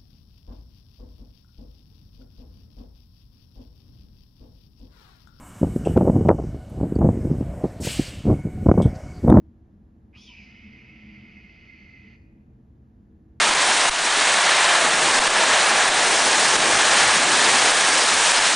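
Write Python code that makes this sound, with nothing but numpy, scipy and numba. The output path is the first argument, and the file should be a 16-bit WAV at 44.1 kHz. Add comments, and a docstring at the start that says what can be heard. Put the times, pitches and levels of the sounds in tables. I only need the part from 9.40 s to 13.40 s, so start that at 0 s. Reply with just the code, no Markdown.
"""Hawk scream from a high branch

A hawk slightly to the right gives one long hoarse scream: it shoots up, breaks and sags.
Its unsteady sine whistle is chopped by a slower flutter and buried in rasp, random clicks ringing in
resonances; short reflections and a diffuse tree echo answer it. Filtered noise makes the low outdoor
rumble with a few droning resonances, and the thin microphone hiss."""
import sys
import numpy as np
from scipy import signal
from scipy.fft import rfft, irfft
from scipy.io import wavfile
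from scipy.ndimage import uniform_filter1d
from numba import njit

SR = 44100
rng = np.random.default_rng(int(sys.argv[2]) if len(sys.argv) > 2 else 0)


def put_to_file(sound):
    """Save the sound as 16-bit audio at rate SR, in the file named by the first command-line argument."""
    columns = np.atleast_2d(sound).T  # one column per channel
    safe = np.clip(columns, -1, 1)
    whole_steps = np.round(safe * 32767)
    wavfile.write(sys.argv[1], SR, whole_steps.astype(np.int16))


N = 176400  # samples, 4 s


def undb(db):
    """dB to gain."""
    return 10 ** (np.asarray(db) / 20)


def level(x, db):
    """Scale to an rms level over the whole length."""
    return x * undb(db) / np.sqrt(np.mean(x ** 2))


def follow(t, table, **ends):
    """Read a two-column curve at the times t, in straight lines between its points."""
    return np.interp(t, *np.array(table, float).T, **ends)


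@njit
def svf(x, hz, width):
    """State-variable band-pass whose centre may move, gain 1 at the centre."""
    y, band_state, low_state = np.empty(len(x)), 0., 0.
    for i in range(len(x)):
        g, k = np.tan(np.pi * hz[i] / SR), width / hz[i]
        v = (band_state + g * (x[i] - low_state)) / (1 + g * (g + k))
        band_state = 2 * v - band_state
        low_state += 2 * g * v
        y[i] = k * v
    return y


def band(x, hz, width):
    """A steep resonance: the band-pass twice."""
    hz = hz + np.zeros(N)
    once = svf(x, hz, 1. * width)
    return svf(once, hz, 1. * width)


def colour(x, points):
    """Equalise a sound by (pitch_hz, level_db) points, joined on a log frequency axis."""
    hz, db = np.array(points, float).T
    bins_hz = np.arange(N // 2 + 1) * SR / N
    gain = undb(np.interp(np.log(bins_hz + 1), np.log(hz), db))  # + 1 avoids log 0
    return irfft(rfft(x) * gain, N)


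def walk(rate):
    """Random wander with rms 1: noise smoothed twice over 1 / rate seconds."""
    k = max(int(SR / rate), 2)
    smooth = uniform_filter1d(uniform_filter1d(rng.standard_normal(N), k), k)
    return level(smooth, 0)


def turn(hz):
    """Phase in radians of a tone with moving pitch."""
    return 2 * np.pi * np.cumsum(hz) / SR


def left_right(mid, side):
    """Centre and side signals to a stereo pair."""
    return np.array([mid + side, mid - side])


HISS_HZ, HISS_WIDTH_HZ = 11060, 6000
HISS_DB, HISS_SIDE_DB = -95, -1.5  # centre level; side relative to centre


def hiss():
    """Thin high hiss of the microphone: a broad band of noise, separate in centre and side."""
    mid, side = (level(band(rng.standard_normal(N), HISS_HZ, HISS_WIDTH_HZ), HISS_DB + db)
                 for db in (0, HISS_SIDE_DB))
    return left_right(mid, side)


# droning resonances: pitch_hz, width_hz, level_db (before waver and swell)
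DRONES = [(69, 21, -62.5), (83.6, 4.5, -64.5), (125.26, 9.7, -62), (206.1, 24, -59.5), (229.4, 18, -64),
          (319.3, 11, -66), (441.8, 30, -74)]
# swell of the drones together: time_s, level_db
DRONE_SWELL = [(0, 2), (.6, -2), (1.1, -1.5), (1.75, 7), (2.2, -3.5), (2.9, 2), (3.5, 0), (4, 4.5)]


def drones(t):
    """Narrow noise resonances that waver each on its own and swell together."""
    total = 0
    for hz, width, db in DRONES:
        drone = level(band(rng.standard_normal(N), hz, width), db)
        total = total + drone * undb(2.9 * walk(5.2))
    return total * undb(follow(t, DRONE_SWELL))


# spectral slope of the rumble, centre and side: pitch_hz, level_db (relative)
RUMBLE_MID = [(12, -62.5), (20, -18), (69, 1.5), (134, -9), (163, -10.5), (203, -3), (253, -8),
              (286, -15.5), (323, -12), (374, -20), (444, -28), (478, -27.5), (723, -31.5), (1240, -43),
              (6830, -63), (8880, -80), (15000, -120)]
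RUMBLE_SIDE = [(12, -52), (20, -15), (54, 2), (184, -5.5), (219, -2.5), (403, -8), (433, -14), (553, -14),
               (1580, -21), (3200, -58.5), (6830, -42), (8880, -72), (15000, -120)]
# slow level of the centre rumble: time_s, level_db
GUST = [(0, 1), (.6, -0.5), (1.7, 0.5), (2.6, 0), (4, -0.5)]
RUMBLE_DB, RUMBLE_SIDE_DB = -49.5, -66.5  # centre before its slow level curve
FAR_HZ, FAR_WIDTH_HZ, FAR_DB = 1700, 410, -87


def rumble(t):
    """Broad low noise and a soft distant wash with the drones in the centre, steady noise at the side."""
    broad = level(colour(rng.standard_normal(N), RUMBLE_MID), RUMBLE_DB) * undb(follow(t, GUST))
    wash = level(band(rng.standard_normal(N), FAR_HZ, FAR_WIDTH_HZ), FAR_DB)
    side = level(colour(rng.standard_normal(N), RUMBLE_SIDE), RUMBLE_SIDE_DB)
    return left_right(broad + wash + drones(t), side)


# colour of the echo, centre and side: pitch_hz, level_db
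ECHO_MID = [(500, -4), (1800, -7), (2100, -7), (2400, -3), (3000, -5), (3700, -5), (4500, 3), (7000, -3)]
ECHO_SIDE = [(500, 1.5), (1700, -2), (2500, -9), (3300, -5.5), (3800, -34.5), (5000, -32.5), (5500, -1),
             (7000, 5)]
ECHO_DB, ECHO_DELAY_S = -4, 0.017  # level before colouring
ECHO_T60_S, ECHO_TREBLE_T60_S, ECHO_SPLIT_HZ = 0.76, 0.48, 3600  # time to fall 60 dB, below and above the split
ECHO_CURVE = 1.5  # above 1 the echo holds, then falls ever faster
LEAF_DEPTH, LEAF_PER_S = .9, 200


def trees(bird):
    """Diffuse echo: the scream, smeared by moving needles, convolved with fading noise whose treble dies first."""
    t = np.arange(SR) / SR
    smeared = bird * (1 + LEAF_DEPTH * walk(LEAF_PER_S)) / np.hypot(1, LEAF_DEPTH)

    def fade(t60):
        return np.exp(-np.log(1000) * (t / t60) ** ECHO_CURVE) * (t > ECHO_DELAY_S)

    noise = rng.standard_normal((2, SR))
    dull = signal.sosfilt(signal.butter(4, ECHO_SPLIT_HZ, fs=SR, output="sos"), noise)
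    tail = dull * fade(ECHO_T60_S) + (noise - dull) * fade(ECHO_TREBLE_T60_S)
    tail = tail / np.sqrt((tail ** 2).sum(axis=1)[:, None])
    mid, side = undb(ECHO_DB) * signal.fftconvolve(smeared[None], tail, axes=1)[:, :N]
    return left_right(colour(mid, ECHO_MID), colour(side, ECHO_SIDE))


# early reflections from ground and trunk: delay_ms, level_db
BOUNCES = [(3.1, -14), (4.3, -15), (8.24, -8), (11.3, -14), (12.07, -11)]


def reflections(bird):
    """Single delayed copies of the scream."""
    return sum(undb(db) * np.roll(bird, round(ms * SR / 1000)) for ms, db in BOUNCES)


# side share of the direct scream and its reflections, toward the right: pitch_hz, level_db
ASIDE = [(500, -30), (900, -16), (1400, -1.5), (2150, -3.5), (2600, -19), (3400, -26.5), (4200, -40),
         (5000, -40.5), (5600, -8), (8000, -27)]
SIDE_LAG = 3  # samples, between the microphone ports


def place(near):
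    """Lean the near sound to the right with a coloured, slightly late side signal."""
    side = np.roll(colour(near, ASIDE), SIDE_LAG)
    return left_right(near, -side)


RASP_PER_S, RASP_SCATTER_DB = 9000, 2


def clicks():
    """Dense irregular clicks of either sign and scattered strength."""
    hits = rng.random(N) < RASP_PER_S / SR
    strength = undb(RASP_SCATTER_DB * rng.standard_normal(N))
    return hits * strength * rng.choice([-1., 1.], N)


def ring(resonances):
    """Rasp: clicks ringing in (pitch_hz, width_hz, relative level_db) resonances, rms 1 in all."""
    return level(sum(undb(db) * level(band(clicks(), hz, width), 0) for hz, width, db in resonances), 0)


SHRILL_DB, SHRILL_HZ, SHRILL_S, SHRILL_LENGTH_S = -79, 10000, 0.822, 0.057


def shrill_rasp(t):
    """A brief puff of very high rasp, peaking at SHRILL_DB."""
    puff = np.exp(-((t - SHRILL_S) / SHRILL_LENGTH_S) ** 2)
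    return undb(SHRILL_DB) * puff * ring([(SHRILL_HZ, 2500, 0)])


UNDER_S, UNDER_LENGTH_S, UNDER_DB = .885, .09, -63.5  # start, length, peak amplitude
UNDER_FIRST_HZ, UNDER_LAST_HZ = 1033, 833
UNDER_TAIL_DB, UNDER_TAIL_S = -71, 0.17  # tail level before its fade, fade time constant


def undertone(t, ragged_hz):
    """A brief low falling sine at the break; a rasp tail slides on faintly below the pitch."""
    u = np.clip((t - UNDER_S) / UNDER_LENGTH_S, 0, 1)
    hz = (UNDER_FIRST_HZ + (UNDER_LAST_HZ - UNDER_FIRST_HZ) * u) * (1 + 0.0071 * walk(100))
    tone = undb(UNDER_DB) * np.sin(np.pi * np.sqrt(u)) * np.sin(turn(hz))
    late = t - UNDER_S - UNDER_LENGTH_S / 2
    fade = np.clip(late / 0.018, 0, 1) * np.exp(-np.maximum(late, 0) / UNDER_TAIL_S)
    return tone + undb(UNDER_TAIL_DB) * fade * ring([(0.32 * ragged_hz, 60, 0)])


# rasp at thirds of the pitch: thirds, width_hz, level_db (relative)
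THIRDS = [(1, 650, 1), (2, 200, -2)]
# level of the low rasp: time_s, level_db
LOW_RASP = [(.73, -75.5), (.765, -62), (.84, -84.5), (.9, -75.5), (1.0, -72.5), (1.8, -70.5), (2.7, -75)]


def low_rasp(t, hz):
    """Rasp ringing at one and two thirds of the whistle pitch."""
    return undb(follow(t, LOW_RASP)) * ring([(k * hz / 3, width, db) for k, width, db in THIRDS])


# higher strand that arches with the pitch while the scream opens: time_s, pitch_hz, level_db
STRAND = [(.76, 4580, -90), (.79, 5020, -64), (.83, 5800, -57.5), (.86, 5360, -65.5), (.885, 4740, -66.5),
          (.93, 4600, -90)]


def high_strand(t):
    """A narrow rasp resonance that arches above the opening scream."""
    s, points_hz, points_db = np.array(STRAND, float).T
    gain = undb(np.interp(t, s, points_db, -150, -150))
    return gain * ring([(np.interp(t, s, points_hz), 350, 0)])


# level of the windpipe resonance: time_s, level_db
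HELD = [(.738, -63.5), (.76, -56), (.8, -68.5), (.86, -65), (.9, -59.5), (.96, -56.5), (1.03, -61),
        (1.09, -72)]
HELD_HZ, HELD_WIDTH_HZ = 2410, 170


def held_windpipe(t):
    """A windpipe resonance that holds its pitch under the arch and the break."""
    return undb(follow(t, HELD, right=-150)) * ring([(HELD_HZ, HELD_WIDTH_HZ, 0)])


OPEN_HZ, OPEN_WIDTH_HZ, OPEN_DB = 3800, 200, -68  # level at full opening


def open_beak(wide):
    """A resonance heard while the beak is wide open."""
    return undb(OPEN_DB) * wide * ring([(OPEN_HZ, OPEN_WIDTH_HZ, 0)])


# overtone resonances gliding through the scream: start_hz, end_hz, width_hz, level_db (relative)
BEAK = [(4955, 4480, 860, 2.5), (4030, 4700, 1200, -5.5), (5790, 6100, 500, -8.5), (6800, 4400, 540, -15)]
OPEN_DUCK_DB = -7  # these are weaker while the beak is wide open
OVERTONE_WIDTH_HZ = 1800


def overtones(t, hz, span, wide):
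    """Rasp in gliding beak resonances, plus rasp following the pitch from above."""
    gliding = [(np.interp(t, span, [first, last]), width, db) for first, last, width, db in BEAK]
    beak = undb(OPEN_DUCK_DB * wide) * ring(gliding)
    return beak + undb(-6.5) * ring([(1.32 * hz, OVERTONE_WIDTH_HZ, -2), (1.8 * hz, 600, -8)])


# resonances of windpipe and beak: pitch_hz, width_hz, level_db (relative)
THROAT = [(2417, 110, -2.5), (2529, 130, -3.5), (2663, 140, -8), (2917, 464, -5)]
THROAT_WANDER, THROAT_WANDER_PER_S = .012, 12  # rms share of the pitch, rate
GLIDE_WIDTH_HZ, GLIDE_DB = 740, -3.5


def throat_rasp(hz):
    """Rasp in throat resonances that wander a little, and gathered round the gliding pitch."""
    throat = [(f * (1 + THROAT_WANDER * walk(THROAT_WANDER_PER_S)), width, db) for f, width, db in THROAT]
    return ring(throat + [(0.953 * hz, GLIDE_WIDTH_HZ, GLIDE_DB)])


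WOBBLE_SHARE, WOBBLE_PER_S = .014, 200  # rms share of the pitch, rate
HOARSE_WIDTH_HZ, PURE_DB = 200, -5  # PURE_DB: middle level of the sine against the hoarse band


def breathy_whistle(ragged_hz):
    """An unsteady sine with a hoarse band of rasp at the same pitch."""
    sine = np.sin(turn(ragged_hz * (1 + WOBBLE_SHARE * walk(WOBBLE_PER_S))))
    pure = np.sqrt(2) * undb(PURE_DB + 2.5 * walk(90)) * sine
    return pure + ring([(ragged_hz, HOARSE_WIDTH_HZ, 0)])


FLUTTER_HZ, FLUTTER_JITTER, FLUTTER_DEPTH = 404.3, 0.12, 0.45  # mean rate, rms share of rate, depth


def throat_flutter():
    """An irregular fast tremolo that chops the voice."""
    return 1 + FLUTTER_DEPTH * np.cos(turn(FLUTTER_HZ * (1 + FLUTTER_JITTER * walk(57.9))))


# the scream, before flutter and radiation:
# time_s, whistle_pitch_hz, rasp_level_db, whistle_level_db, overtone_level_db
SCREAM = [(.738, 2200, -63.5, -64.5, -89.5), (.756, 2750, -55, -58, -69), (.78, 3249, -58, -53, -58),
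          (0.819, 3500, -57.5, -59, -56.5), (.865, 3450, -60.5, -59.5, -55),
          (.875, 3150, -57.5, -50, -56.5), (.925, 2920, -51.5, -56.5, -65.5),
          (.95, 2480, -49.5, -56.5, -67.5), (1.03, 2380, -53.5, -58.5, -63.5),
          (1.059, 2130, -53, -62, -68.5), (1.18, 2150, -54.5, -57.5, -71), (1.451, 2130, -55, -56.5, -73),
          (1.797, 2130, -55.5, -55.5, -73.5), (2.101, 2120, -56.5, -56, -71.5),
          (2.35, 2110, -57, -55.5, -72), (2.598, 2060, -58, -57.5, -73), (2.732, 2040, -59, -57.5, -74),
          (2.759, 2040, -61, -70.5, -77)]
# how the open beak radiates the voice: pitch_hz, level_db
RADIATE = [(500, 9.5), (1450, -2.5), (1640, -18), (1760, -0.5), (1850, -6.5), (2000, 0), (3300, -4),
           (3700, -3), (4200, -1.5), (6700, -2.5), (7100, -7.5)]
ATTACK_S, RELEASE_S = .013, .008
BREAK_WOBBLE, BREAK_S, BREAK_LENGTH_S = .04, 1.0, .12  # most ragged just after the break
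OPEN_S, OPEN_LENGTH_S = .85, .08  # beak wide open: centre, half-width


def hawk(t):
    """Fluttering whistle and throat rasp, with overtones, radiated by the beak; low and shrill parts added."""
    s, *columns = np.array(SCREAM, float).T
    hz, rasp_db, whistle_db, over_db = (np.interp(t, s, column) for column in columns)
    attack = np.clip((t - s[0]) / ATTACK_S + 1, 0, 1)
    release = np.clip((s[-1] - t) / RELEASE_S + 1, 0, 1)
    shape = attack * release
    near_break = np.exp(-((t - BREAK_S) / BREAK_LENGTH_S) ** 2)
    ragged_hz = hz * (1 + BREAK_WOBBLE * near_break * walk(116))
    wide = np.exp(-((t - OPEN_S) / OPEN_LENGTH_S) ** 4)
    flutter = throat_flutter()  # shared by whistle and rasp
    voice = undb(rasp_db) * flutter * throat_rasp(hz)
    voice += undb(whistle_db) * flutter * breathy_whistle(ragged_hz)
    voice += undb(over_db) * overtones(t, hz, s[[0, -1]], wide)
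    voice += high_strand(t) + open_beak(wide) + held_windpipe(t)
    radiated = colour(shape * voice, RADIATE)
    return radiated + shape * low_rasp(t, hz) + shrill_rasp(t) + undertone(t, ragged_hz)


def scene():
    """Hiss, rumble and tree echo behind the bird with its reflections."""
    t = np.arange(N) / SR
    bird = hawk(t)
    return hiss() + rumble(t) + trees(bird) + place(bird + reflections(bird))


TOP_HZ = 13100


def record(dry):
    """The microphone dips near 8 kHz; a steep low-pass cuts the top."""
    # pitch_hz, level_db
    mic = [(20, -4.5), (6500, 0), (7500, 2.5), (8300, -30.5), (9100, -2.0), (10000, -4.5), (20000, 0.5)]
    wet = np.array([colour(channel, mic) for channel in dry])
    return signal.sosfilt(signal.ellip(8, .2, 60, TOP_HZ, fs=SR, output="sos"), wet)


dry = scene()
out = record(dry)
put_to_file(out)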